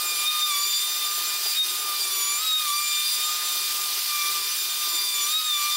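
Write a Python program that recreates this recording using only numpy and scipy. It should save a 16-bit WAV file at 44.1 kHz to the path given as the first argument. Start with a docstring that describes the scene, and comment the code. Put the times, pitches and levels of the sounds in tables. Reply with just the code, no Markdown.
"""A router on an aluminium sled makes two strokes over a wooden slab in a workshop, beside a steady extractor.
It starts towards the far end with shrieks, comes near at 1.45 s, recedes, and is near again at 3.95 s.
Its whine, a harmonic series, sags under load and overshoots when the cutter runs free, most at 2.45 and 5.37 s;
single partials flare up, the last shrieks following at about 5.4 and 5.5 s.
Throughout, filtered noise makes the hiss of cooling air and chips and the rush, drone and boom of suction."""
import sys
import numpy as np
from scipy import signal
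from scipy.fft import rfft, irfft, next_fast_len
from scipy.io import wavfile
from scipy.ndimage import uniform_filter1d

SR = 44100
rng = np.random.default_rng(int(sys.argv[2]) if len(sys.argv) > 2 else 0)


def file_out(sig):
    """Save sig as 16-bit WAV at sys.argv[1]."""
    # one column per channel
    cols = np.atleast_2d(sig).T
    # limit, then scale
    lim = np.clip(cols, -1, 1)
    pcm = np.round(lim * 32767).astype(np.int16)
    wavfile.write(sys.argv[1], SR, pcm)


N = 254016  # samples

# Extractor motor harmonics. Each row: multiple of its turning rate, level in dB.
EXTRACTOR = [(2, -68.5), (3, -70.5), (4, -55), (6, -59.5), (7, -56), (8, -54)]
EXTRACTOR_HZ = 255.1
# Spectrum of the extractor's steady rush. Each row: frequency in Hz, relative density in dB.
EXHAUST = [(25, -42), (100, -35), (170, -20.5), (280, -19.5), (340, -12), (480, -11.5), (850, -16.5),
           (1100, -10), (2000, -3), (5000, -10)]
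# Spectrum of suction at the hood. Each row: frequency in Hz, relative density in dB.
SUCTION = [(100, -40), (200, -20), (290, -14), (500, -10), (620, -0.5), (700, 2.5), (950, 3), (1400, 5.5),
           (2500, -23.5), (5000, -15.5)]
# Rush of air into the hood. Each row: time in seconds, level in dB before a fixed lift.
SUCTION_LEVEL = [(0.0, -52), (0.24, -53), (0.3, -62), (0.5, -58), (0.64, -61.5), (1.44, -50.5), (1.62, -64),
                 (1.7, -54), (1.89, -48.5), (2.42, -57), (2.55, -65), (2.69, -61), (2.98, -63.5),
                 (3.53, -51.5), (4.23, -58.5), (4.27, -55), (5.2, -56), (5.36, -63), (5.74, -61),
                 (5.76, -54)]
SUCTION_MEAN_DB = -55  # reference on the scale of SUCTION_LEVEL
# Resonances of the hose. Each row: centre in Hz, width in Hz of either of two passes, relative gain in dB.
HOSE = [(339.6, 22, 2), (397.6, 59, 1), (433, 19, -5)]
# Drone of the hose. 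Each row: time in seconds, level in dB before a small fixed trim.
HOSE_LEVEL = [(0.0, -76), (0.05, -51), (0.42, -70), (0.46, -62.5), (1.47, -55), (1.62, -73), (1.68, -53),
              (2.31, -54), (2.57, -73), (2.65, -66), (2.73, -70.5), (3.91, -54.5), (4.12, -70), (4.3, -52),
              (4.52, -60), (5.08, -57), (5.52, -68.5), (5.76, -71)]
# Boom: dB at the far end, dB gained at the near end, dB per dB of suction.
BOOM_DB, BOOM_NEAR_DB, BOOM_FOLLOWS = -83, 8, 0.75
# Spectrum of cooling air and chips. Each row: frequency in Hz, relative density in dB.
HISS = [(700, -42), (1100, -14), (2000, -12.5), (2500, -7.5), (3400, -2.5), (4000, -2), (4700, 1),
        (5500, -3.5), (6500, -7.5), (9000, -7), (11500, -8.5), (13300, -5), (14500, -7.5), (16000, -6.5)]
HISS_DB, HISS_NEAR_DB = -29, 1.4  # dB at the far end, dB gained at the near end
# Two strokes of the sled. Each row: time in seconds, nearness from 0 (far end) to 1 (near end).
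SLED = [(0, 0.28), (.3, 0.013), (1, 0), (1.45, 1), (2.25, 0.19), (2.6, 0.067), (3, 0.18), (3.95, 1),
        (4.5, 0.54), (5.25, 0.0092), (5.76, .15)]
# Motor speed. Each row: time in seconds, pitch of the whine in Hz.
SPEED = [(0.0, 1222), (0.21, 1196), (0.29, 1225), (0.48, 1207), (0.54, 1152), (0.69, 1191), (0.75, 1184),
         (0.91, 1212), (1.06, 1196), (1.25, 1213), (1.54, 1202), (1.57, 1240), (2.24, 1158), (2.37, 1186),
         (2.42, 1265), (2.45, 1280), (2.63, 1220), (2.69, 1163), (2.79, 1188), (3.17, 1205), (3.26, 1220),
         (3.9, 1201), (3.96, 1213), (4.25, 1176), (4.33, 1201), (4.4, 1182), (4.57, 1212), (5.12, 1187),
         (5.25, 1169), (5.37, 1267), (5.47, 1238), (5.53, 1187), (5.58, 1175), (5.76, 1198)]
CRUISE_HZ = 1200  # pitch at which the sag is zero
# Lowest partial. Each row: time in seconds, level in dB before a small fixed trim.
FUNDAMENTAL = [(0.0, -36), (0.16, -41.5), (0.35, -31.5), (0.62, -35), (0.67, -46.5), (1.15, -36.5),
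               (1.62, -47), (1.91, -33), (1.99, -48.5), (2.18, -38), (2.6, -37), (2.71, -29), (3.08, -49),
               (3.29, -33), (3.66, -43.5), (3.79, -36), (4.06, -45), (4.14, -33), (4.46, -41.5),
               (4.59, -51), (4.85, -38.5), (5.08, -49.5), (5.26, -35), (5.39, -41.5), (5.63, -31.5),
               (5.76, -35.5)]
# Partials of the cutter. Each row: multiple of the pitch, level at the far end in dB,
# gain at the near end in dB, gain in dB per % of sag in speed.
PARTIALS = [(2, -42, -2.5, 0.3), (3, -35, -6.5, 0.13), (4, -37.5, -5.5, .5), (5, -41.5, -3.5, 1),
            (6, -38, -5.5, 0.1)]
FADE_DB, FADES_PER_S = 1.47, 9  # each partial wavers in level at random
FLUTTER_DB = 0.4444  # per multiple of the pitch: short waves flutter more
# Single partials flaring above the rest, the loudest as shrieks.
# Each row: time of the peak in seconds, length in seconds, multiple of the pitch, peak level in dB.
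FLARES = [(.2, 0.36, 2, -36.5), (0.287, 0.034, 3, -19), (0.35, 0.13, 3, -31), (0.439, 0.03, 3, -19.5),
          (0.542, 0.089, 2, -37), (0.583, 0.21, 3, -33.5), (0.641, 0.024, 4, -25), (0.694, 0.3, 6, -32),
          (0.759, .06, 4, -27), (0.782, .15, 3, -28), (1.05, .1, 3, -33.5), (1.476, 0.094, 4, -30),
          (1.606, 0.064, 3, -19), (2.02, 0.039, 4, -29), (2.19, 0.043, 4, -37), (2.28, 0.27, 6, -30.5),
          (2.333, .06, 2, -38), (2.489, .05, 3, -25), (2.551, .06, 3, -18.5), (2.887, .2, 2, -34),
          (2.9, 0.16, 6, -31.5), (2.965, 0.19, 3, -31), (3.093, 0.13, 4, -30), (3.22, 0.23, 3, -34.5),
          (4.213, .14, 2, -35), (5.04, 0.13, 4, -29), (5.079, 0.34, 3, -33), (5.225, 0.17, 6, -34),
          (5.252, 0.099, 5, -33.5), (5.364, .055, 3, -21), (5.53, 0.1, 3, -23.5), (5.67, 0.18, 2, -37),
          (5.68, 0.083, 5, -32), (5.731, 0.09, 3, -30.5)]
# Faint overtones. Each row: multiple of the pitch, dB relative to their common level.
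OVERTONES = [(7, -3), (8, -3), (9, 1), (10, -5.5), (11, -6), (12, -0.5), (13, -7)]
# Common level of the overtones: dB at the far end, dB gained at the near end, dB per % of sag.
SHEEN_DB, SHEEN_NEAR_DB, SHEEN_DB_PER_SAG = -42, -1, 0.5
CUTOFF_HZ = 15750  # upper edge of the recorded band
# Gain control: threshold in dB, share of the excess taken away, response time in seconds.
LIMIT_DB, SQUEEZE, SMOOTH_S = -24, 0.71, 0.005


def from_db(db):
    """Definition of the decibel: 20 dB is a factor of ten in amplitude."""
    return 10 ** (np.asarray(db) / 20)


def rms_one(x):
    """Normalisation to unit mean power."""
    return x / np.sqrt(np.mean(x ** 2) + 1e-20)


def in_time(rows):
    """Linear interpolation: one curve per column, sample by sample."""
    s, *columns = np.transpose(rows)
    return [np.interp(np.arange(N) / SR, s, c) for c in columns]


def drift(rate):
    """Random modulation: noise through two equal low-pass poles at `rate` Hz, with spread 1."""
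    step = 40  # samples between computed points
    r = np.exp(-2 * np.pi * rate * step / SR)
    noise = rng.standard_normal(N // step + 2002)
    slow = signal.lfilter([1], [1, -2 * r, r * r], noise)[2000:]  # drop the filter's start
    return np.interp(np.arange(N) / step, np.arange(len(slow)), rms_one(slow))


def air_noise(spectrum, patchy_db, patch_rate, count=22):
    """Turbulence as coloured noise in overlapping bands, each swelling independently; rms 1."""
    hz = np.maximum(np.fft.rfftfreq(N, 1 / SR), 1)
    points, levels = np.transpose(spectrum)
    colour = from_db(np.interp(np.log(hz), np.log(points), levels))
    coloured = rfft(rng.standard_normal(N)) * colour * (hz < CUTOFF_HZ)
    place = np.sqrt(hz / CUTOFF_HZ) * (count - 1)  # bands widen with frequency
    total = np.zeros(N)
    for k in range(count):
        band = irfft(coloured * np.maximum(1 - abs(place - k), 0), N)
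        total += band * from_db(patchy_db * drift(patch_rate))
    return rms_one(total)


def resonate(x, hz, width):
    """Resonance of a damped mode: two poles, with gain 1 at the peak."""
    r = np.exp(-np.pi * width / SR)
    poles = [1, -2 * r * np.cos(2 * np.pi * hz / SR), r * r]
    return signal.lfilter(np.array([1, 0, -1]) * (1 - r * r) / 2, poles, x)


def partial(phase, scatter, scatter_rate):
    """Modulation by shifting reflections: a sine of rms 1 with a share smeared into a narrow skirt."""
    skirt = drift(scatter_rate) * np.cos(phase) + drift(scatter_rate) * np.sin(phase)
    return (np.sqrt(2) * np.sin(phase) + scatter * skirt) / np.sqrt(1 + scatter ** 2)


def workshop(x, t60, count=9):
    """Reverberation: feedback echoes of unrelated lengths between walls, falling 60 dB in t60 seconds."""
    size = next_fast_len(N + SR)
    hz = np.fft.rfftfreq(size, 1 / SR)
    response = 0
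    for lag in rng.uniform(.011, .045, count):  # seconds
        loop = from_db(-60 * lag / t60) * np.exp(-2j * np.pi * hz * lag)
        response = response + loop / (1 - loop)
    return irfft(rfft(x, size) * response, size)[:N] / np.sqrt(count)


def extractor():
    """Harmonics of a motor that nearly holds its speed, with the broadband turbulence of its exhaust."""
    phase = 2 * np.pi * np.cumsum(EXTRACTOR_HZ * (1 + 0.00073 * drift(3.66))) / SR
    hum = sum(from_db(db) * partial(order * phase, scatter=0.5, scatter_rate=3.1) for order, db in EXTRACTOR)
    return hum + from_db(-46.5) * air_noise(EXHAUST, patchy_db=6.0, patch_rate=8.6, count=14)


def intake():
    """Turbulence exciting resonance: rush at the hood, drone of the hose and a low boom."""
    near, = in_time(SLED)
    suction_db, = in_time(SUCTION_LEVEL)
    hose_db, = in_time(HOSE_LEVEL)
    boom_db = BOOM_DB + BOOM_NEAR_DB * near + BOOM_FOLLOWS * (suction_db - SUCTION_MEAN_DB)
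    gusts = drift(31)  # the intake is lumpy, shaking rush and drone together
    rush = air_noise(SUCTION, patchy_db=2.0, patch_rate=6, count=14)
    suction = from_db(suction_db + 5.5 + 1.1 * gusts) * rush
    eddies = rng.standard_normal(N)
    hose = sum(from_db(db) * resonate(resonate(eddies, hz, width), hz, width) for hz, width, db in HOSE)
    drone = from_db(hose_db - .5 + 2.2 * gusts) * rms_one(hose)
    boom = resonate(resonate(eddies, hz=160.4, width=14), hz=162, width=24)
    return suction + drone + from_db(boom_db) * rms_one(boom)


def hiss():
    """Broadband turbulence of cooling air and chips, slightly louder at the near end."""
    near, = in_time(SLED)
    level_db = HISS_DB + HISS_NEAR_DB * near + .5 * drift(70) + 0.64 * drift(3.1)
    return from_db(level_db) * air_noise(HISS, patchy_db=1.03, patch_rate=7)


def swell(s, length):
    """Gaussian envelope of height 1 around s, `length` wide at half height."""
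    return 2 ** -((2 * (np.arange(N) / SR - s) / length) ** 2)


def flares():
    """Selective amplitude modulation: the flare amplitude of each of the cutter's partials."""
    return [sum(from_db(db) * swell(s, length) for s, length, k, db in FLARES if k == order)
            for order, *_ in PARTIALS]


def router(flaring):
    """Harmonic series locked to one slightly unsteady shaft; partials gain under load, and high faint ones smear."""
    pitch, = in_time(SPEED)
    near, = in_time(SLED)
    sag = 100 * (1 - pitch / CRUISE_HZ)  # %
    phase = 2 * np.pi * np.cumsum(pitch * (1 + 0.000604 * drift(36))) / SR
    fundamental_db, = in_time(FUNDAMENTAL)
    fundamental = partial(phase, scatter=0.18, scatter_rate=43)
    out = from_db(fundamental_db - 0.24 + .8 * drift(9.9)) * fundamental
    for (order, far_db, near_db, load_db), flare in zip(PARTIALS, flaring):
        waver_db = FADE_DB * drift(FADES_PER_S) + FLUTTER_DB * order * drift(13.4)
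        steady = from_db(far_db + near_db * near + load_db * sag + waver_db)
        level = np.hypot(steady, flare)  # powers add
        # where the direct tone fades, reflections take over
        scatter = 0.086 * order * (level / from_db(-32)) ** -.4
        out += level * partial(order * phase, scatter, scatter_rate=25.6)
    sheen_db = SHEEN_DB + SHEEN_NEAR_DB * near + SHEEN_DB_PER_SAG * sag
    for order, db in OVERTONES:
        level = from_db(sheen_db + db + 2.6 * drift(6.2))
        out += level * partial(order * phase, scatter=0.88, scatter_rate=32)
    return out


def scene():
    """Superposition at one microphone, alike in both channels; only the whine is given reverberation."""
    whine = router(flares())
    echoes = from_db(-13.5) * workshop(whine, t60=0.53)
    mono = extractor() + intake() + hiss() + echoes + whine
    return np.array([mono, mono])


def record(dry):
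    """Dynamic compression: loud peaks duck the whole sound, and a steep low-pass limits the band."""
    power = uniform_filter1d(dry[0] ** 2, size=441)  # mean over 10 ms
    level_db = 10 * np.log10(power + 1e-12)
    over_db = np.maximum(level_db - LIMIT_DB, 0)
    keep = np.exp(-1 / (SMOOTH_S * SR))
    smooth_over_db = signal.lfilter([1 - keep], [1, -keep], over_db)
    ducked = dry * from_db(-SQUEEZE * smooth_over_db)
    low_pass = signal.ellip(12, .1, 80, CUTOFF_HZ, fs=SR, output="sos")
    return signal.sosfilt(low_pass, ducked)


dry = scene()
out = record(dry)
file_out(out)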